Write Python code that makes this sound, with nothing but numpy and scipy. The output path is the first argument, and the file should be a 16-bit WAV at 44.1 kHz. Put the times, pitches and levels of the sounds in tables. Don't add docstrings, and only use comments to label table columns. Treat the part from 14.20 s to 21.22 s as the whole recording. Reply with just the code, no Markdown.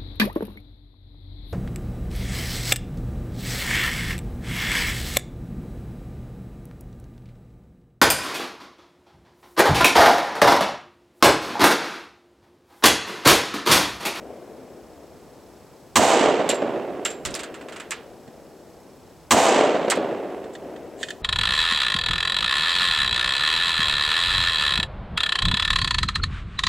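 import sys
import numpy as np
from scipy import signal
from scipy.fft import rfft, irfft, next_fast_len
from scipy.io import wavfile
from scipy.ndimage import uniform_filter1d, map_coordinates

SR = 44100
rng = np.random.default_rng(int(sys.argv[2]) if len(sys.argv) > 2 else 0)


def inscribe(sig):
    pcm = np.round(np.clip(np.atleast_2d(sig).T, -1, 1) * 32767)
    wavfile.write(sys.argv[1], SR, pcm.astype(np.int16))


N = 309582

# crest delay/s, level/dB, swell/s, fade/(dB per s)
SLOPES = [(.055, -16, 0.034, 31), (0.303, -13, 0.17, 30), (.71, -20, .07, 26.5), (1.02, -30, 0.049, 46),
          (1.36, -32, 0.082, 10.5)]
# delay/s, lift over the roll/dB
SLAPS = [(0.324, 0), (0.437, 4), (.538, 4), (.574, 9.5), (.663, 8), (1.04, -1)]
# f/Hz, level/dB
ECHO_TONE = [(30, -67), (110, -25), (170, -16), (230, -6.5), (320, -2), (450, 0.5), (720, 6), (950, 0.2),
             (1400, -8.5), (3200, -12), (5200, -19), (7800, -13), (9500, -26.5), (15500, -41)]
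# f/Hz, loss/dB
AIR_LOSS = [(110, -2.5), (250, -1), (420, -4), (600, 8), (850, 18), (1400, 13.5), (2800, 18.5), (5000, 31),
            (7700, 42.5), (10500, 63), (14000, 102)]
# f/Hz, side minus mid/dB
WIDTH = [(30, 11), (60, -9), (130, -12), (300, -19), (700, -19), (1400, -14), (3000, -21.5), (7500, -6.5),
         (11000, -17.5), (14000, -38)]
# f/Hz, left minus right/dB
BALANCE = [(60, 5), (110, -19.5), (200, -2), (400, -1), (700, -0.9), (1300, -2.5), (4400, -4.5),
           (8100, 0.5), (15000, 0)]
# f/Hz, level/dB
AIR_TONE = [(25, -22), (60, -0.5), (110, -3), (230, 1), (450, -0.5), (800, -5), (1400, -15), (2800, -22),
            (5000, -22.5), (7700, -24.5), (10000, -28), (15800, -30.5)]
# f/Hz, left minus right/dB
AIR_BALANCE = [(60, -3), (110, -8), (200, -1), (380, 4.5), (700, 3.5), (1290, -1.5), (2380, -1.0),
               (4400, -0.5), (8120, -0.5), (15000, 0)]
# t/s, level/dB, half-width/s
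PUFFS = [(2.076, -37, 0.014), (3.084, -38, 0.046)]
# f/Hz, level/dB
PUFF_TONE = [(25, -9.5), (70, -1), (140, -3), (300, -9), (800, -60)]
# f/Hz, side minus mid/dB
PUFF_WIDTH = [(30, 8), (80, -12), (200, -9)]
# f/Hz, level/dB, t60/s
HOUSING_MODES = [(4280, 0, 0.017), (5320, 3, 0.056), (7800, -3, 0.089)]
# t/s, level/dB, left minus right/dB
SHOTS = [(-1.6, .8, 0), (1.7567, .5, -.8), (5.1078, .7, .6)]
# f/Hz, level/dB
CRACK_TONE = [(30, -32), (90, -21), (220, -2), (450, 4.5), (1100, 7.5), (1900, -1.5), (3000, -2.5),
              (5000, -8.5), (7700, -1), (9500, -14), (15500, -23)]
# f/Hz, level/dB
BOOM_TONE = [(25, -36), (60, -9.5), (140, -11), (240, 3.5), (400, -1), (900, -43)]
# t/s, level/dB, knock delay/s, knock f/Hz, knock/dB, rebound/dB, ring/dB
LANDINGS = [(2.291, -20, .01, 2370, -2.5, -17, -9), (2.8501, -23.5, .003, 2060, 0.5, -13.5, -5.5),
            (3.0514, -24, 0.0066, 2120, -10, -17, -32), (3.708, -26, .009, 1680, -1.5, -33.5, -39),
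            (5.7008, -17.5, .016, 1300, -.5, -21.5, -38)]
# f/Hz, level/dB
STRIKE_TONE = [(500, -28), (900, -6), (1400, -1), (2200, -4), (2900, -2.5), (4000, -5), (6000, -7.5),
               (7750, 2), (9500, -11.5), (15500, -29.5)]
# f/Hz, t60/s
SHELTER_DECAY = [(1000, 0.51), (3000, 0.37), (7500, 0.12), (14000, 0.11)]
# f/Hz, level/dB, t60/s
BRASS_MODES = [(7354, 2.5, 0.2), (7370, -1, 0.22), (7450, -2, 0.3), (8102, -19, .2), (13420, -16, .18)]
# f/Hz, level/dB
TAP_TONE = [(500, -25), (1500, -8), (3300, 1), (5300, 6), (7500, -7), (10000, -10), (15000, -28)]
# t/s, first level/dB, contact count, gap/s, change per contact/dB
TUMBLES = [(3.151, -29, 3, .0415, -4.5), (3.342, -44.5, 2, .07, -9), (3.4858, -46.8, 4, .0378, 1.9)]
# t/s, level/dB
CLICKS = [(4.077, -53), (6.242, -50), (6.352, -40.5), (6.562, -47.5), (6.830, -24), (6.8855, -34),
          (6.905, -30.5)]
# f/Hz, level/dB
CLICK_TONE = [(650, -50), (1100, -15), (1600, 1), (1860, 11), (2220, -16), (3060, 1), (3550, 0), (3860, -7),
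              (4300, -2), (4830, -12), (5980, -12), (7400, -6.5), (14000, -51)]
# f/Hz, level/dB, t60/s
CLICK_MODES = [(1820, -25, 0.079), (2500, -11, 0.15), (3100, -6, .07), (3600, -1, .07), (4200, -15, .06)]
# t/s, level/dB, half-width/s
SCRAPES = [(6.342, -53, .012), (6.824, -44, 0.032), (6.895, -49, 0.039)]
# f/Hz, level/dB
SCRAPE_TONE = [(700, -35), (1800, 2), (2400, -3), (3400, 2), (5500, -9), (7600, 5), (9000, -6),
               (15000, -28)]


def amp(db):
    return 10 ** (np.asarray(db) / 20)


def unit(x):
    return x / np.sqrt(np.mean(x ** 2) + 1e-20)


def along(points, hz):
    f, v = np.transpose(points)
    return np.interp(np.log(hz + 1), np.log(f + 1), v)


def clock(seconds):
    return np.arange(int(seconds * SR)) / SR


def panned(db):
    return amp(np.array([db, -db]) / 2)


def filtered(x, response):
    n = x.shape[-1]
    m = next_fast_len(n + SR // 2)
    return irfft(rfft(x, m) * response(np.fft.rfftfreq(m, 1 / SR)), m)[..., :n]


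def faded(x, gain_db):
    hz, age, z = signal.stft(x, SR, nperseg=256)
    return signal.istft(z * amp(gain_db(hz[:, None], age)), SR, nperseg=256)[1][:, :x.shape[-1]]


def noise(tone, t, balance=BALANCE, width=WIDTH):
    hz = np.fft.rfftfreq(len(t), 1 / SR)
    mid, side = rfft(rng.standard_normal((2, len(t)))) * amp(along(tone, hz))
    side = side * amp(along(width, hz))
    left_right = np.array([mid + side, mid - side]) * panned(along(balance, hz))
    return unit(irfft(left_right, len(t)))


def ringing(modes, t):
    return sum(amp(db - 60 * t / t60) * np.sin(2 * np.pi * (hz * t + rng.random((2, 1)) / 2))
               for hz, db, t60 in modes)


def swells(rows, t):
    return sum(amp(db) * np.exp(-((t - s) / half_width) ** 2) for s, db, half_width in rows)


def grainy(t, size, depth_db=3):
    flicker = unit(uniform_filter1d(rng.standard_normal(len(t)), size=size))
    return unit(amp(depth_db * flicker))


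def add(track, s, sound):
    start = round(s * SR)
    part = sound[:, max(-start, 0):N - start]
    track[:, max(start, 0):][:, :part.shape[1]] += part


def roll(t, horizon_s=2.94, horizon_db_per_s=28):
    answers = [amp(db - fade * np.maximum(t - s, 0)) * np.exp(-(np.minimum(t - s, 0) / swell) ** 2)
               for s, db, swell, fade in SLOPES]
    return np.linalg.norm(answers, axis=0) * amp(-horizon_db_per_s * np.maximum(t - horizon_s, 0))


def land_echo(clump_db=1.77, clump_hz=260, slap_s=0.0089, near_s=0.13, dulling_s=0.44,
              far_s=1.2, far_left_db=4.0, low_cut_hz=96):
    t = clock(3.6)
    knots = rng.standard_normal(4096)
    clumps = unit(amp(clump_db * map_coordinates(knots, [t * clump_hz], mode="wrap")))
    slaps_db = sum(db * (t >= s) * np.exp(-((t - s) / slap_s) ** 2) for s, db in SLAPS)
    pan = panned(far_left_db * np.clip(2 * (t - far_s), 0, 1))
    returns = noise(ECHO_TONE, t) * clumps * roll(t) * amp(slaps_db) * pan
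    air_db = lambda hz, age: along(AIR_LOSS, hz) * np.expm1(-np.maximum(age - near_s, 0) / dulling_s)
    low_cut = lambda hz: 1 - np.exp(-(hz / low_cut_hz) ** 3)
    return filtered(faded(returns, air_db), low_cut)


def breeze(bed_db=-48.5):
    t = np.arange(N) / SR
    bed = amp(bed_db) * noise(AIR_TONE, t, AIR_BALANCE)
    return bed + swells(PUFFS, t) * noise(PUFF_TONE, t, AIR_BALANCE, PUFF_WIDTH)


def camera_buzz(pulse_hz=30, level_db=-63):
    pulses = np.diff(np.floor(np.arange(N + 1) / SR * pulse_hz))
    housing = ringing(HOUSING_MODES, clock(0.5))
    return amp(level_db) * signal.fftconvolve(pulses[None], housing, axes=1)[:, :N]


def blast(crack_db=-13.5, crack_t60=0.11, hold_s=0.011, volley_db=-17, volley_s=0.04,
          boom_db=-13.5, boom_t60=0.31, rise_s=0.019):
    t = clock(0.5)
    crack = amp(crack_db - 60 * np.maximum(t - hold_s, 0) / crack_t60)
    volley = amp(volley_db) * np.exp(-(t / volley_s) ** 6) * grainy(t, size=90)
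    boom = amp(boom_db - 60 * t / boom_t60) * (1 - np.exp(-t / rise_s)) ** 2
    return noise(CRACK_TONE, t) * np.hypot(crack, volley) + noise(BOOM_TONE, t) * boom


def pistol(drift=0.34):
    out = np.zeros((2, N))
    still = land_echo()
    changes = [land_echo() for _ in SHOTS]
    report = blast()
    for (s, db, left_db), change in zip(SHOTS, changes):
        gain = amp(db) * panned(left_db)[:, None]
        add(out, s, gain * report)
        add(out, s, gain * (still + drift * change) / np.hypot(1, drift))
    return out


def case_contact(body_db, body_hz=3600, snap_db=2, snap_t60=0.01, chatter_db=-2, chatter_s=0.02,
                 shelter_db=-5):
    t = clock(0.5)
    shelf_db = lambda hz: body_db / (1 + (hz / body_hz) ** 4)
    snap = amp(snap_db - 60 * t / snap_t60)
    chatter = amp(chatter_db) * grainy(t, size=48) * np.exp(-(t / chatter_s) ** 2)
    hit = faded(noise(STRIKE_TONE, t), lambda hz, age: shelf_db(hz)) * np.hypot(snap, chatter)
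    tail_db = lambda hz, age: shelf_db(hz) - 60 * age / along(SHELTER_DECAY, hz)
    return hit + amp(shelter_db) * faded(noise(STRIKE_TONE, t), tail_db)


def knock(hz, decay_s=0.018, tail_db=-7, tail_t60=0.18, spread=1.51, skirt_db=-60):
    t = clock(0.5)
    band = [(hz / 20, skirt_db), (hz / spread, 0), (hz * spread, 0), (hz * spread ** 5, skirt_db)]
    return noise(band, t) * np.hypot(np.exp(-(t / decay_s) ** 2), amp(tail_db - 60 * t / tail_t60))


def case_landings(body_db=-1.5, flight_s=0.054):
    out = np.zeros((2, N))
    for s, db, knock_s, knock_hz, knock_db, rebound_db, ring_db in LANDINGS:
        strike = case_contact(body_db) + amp(ring_db) * ringing(BRASS_MODES, clock(0.5))
        add(out, s, amp(db) * strike)
        add(out, s + knock_s, amp(db + knock_db) * knock(knock_hz))
        add(out, s + flight_s, amp(db + rebound_db) * case_contact(body_db))
    return out


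def case_tumbles(bright_db=-27.5, dulling_per_db=0.7058):
    out = np.zeros((2, N))
    for s, first_db, count, gap_s, change_db in TUMBLES:
        for k in range(int(count)):
            db = first_db + k * change_db
            add(out, s + k * gap_s, amp(db) * case_contact(body_db=dulling_per_db * (bright_db - db)))
    return out


def camera_tap(at_s=3.1409, level_db=-22, t60=0.026):
    out, t = np.zeros((2, N)), clock(0.5)
    add(out, at_s, noise(TAP_TONE, t) * amp(level_db - 60 * t / t60))
    return out


def metal_clicks(hold_s=0.0043, t60=0.031, tail_db=-17, tail_t60=0.3, ring_db=-4):
    out, t = np.zeros((2, N)), clock(0.5)
    envelope = amp(-60 * np.maximum(t - hold_s, 0) / t60) + amp(tail_db - 60 * t / tail_t60)
    for s, db in CLICKS:
        snap = noise(CLICK_TONE, t) * envelope
        add(out, s, amp(db) * (snap + amp(ring_db) * ringing(CLICK_MODES, t)))
    return out


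def bench_thud(at_s=4.077, level_db=-42, hz=280):
    out = np.zeros((2, N))
    add(out, at_s, amp(level_db) * knock(hz))
    return out


def metal_scrapes():
    t = np.arange(N) / SR
    return noise(SCRAPE_TONE, t) * grainy(t, size=64) * swells(SCRAPES, t)


def scene():
    shooting = pistol() + case_landings() + case_tumbles()
    handling = metal_clicks() + metal_scrapes() + camera_tap() + bench_thud()
    return shooting + handling + breeze() + camera_buzz()


def record(dry, ceiling=0.88, top_hz=16000):
    rounded = dry / (1 + (dry / ceiling) ** 4) ** (1 / 4)
    return filtered(rounded, lambda hz: hz < top_hz)


dry = scene()
out = record(dry)
inscribe(out)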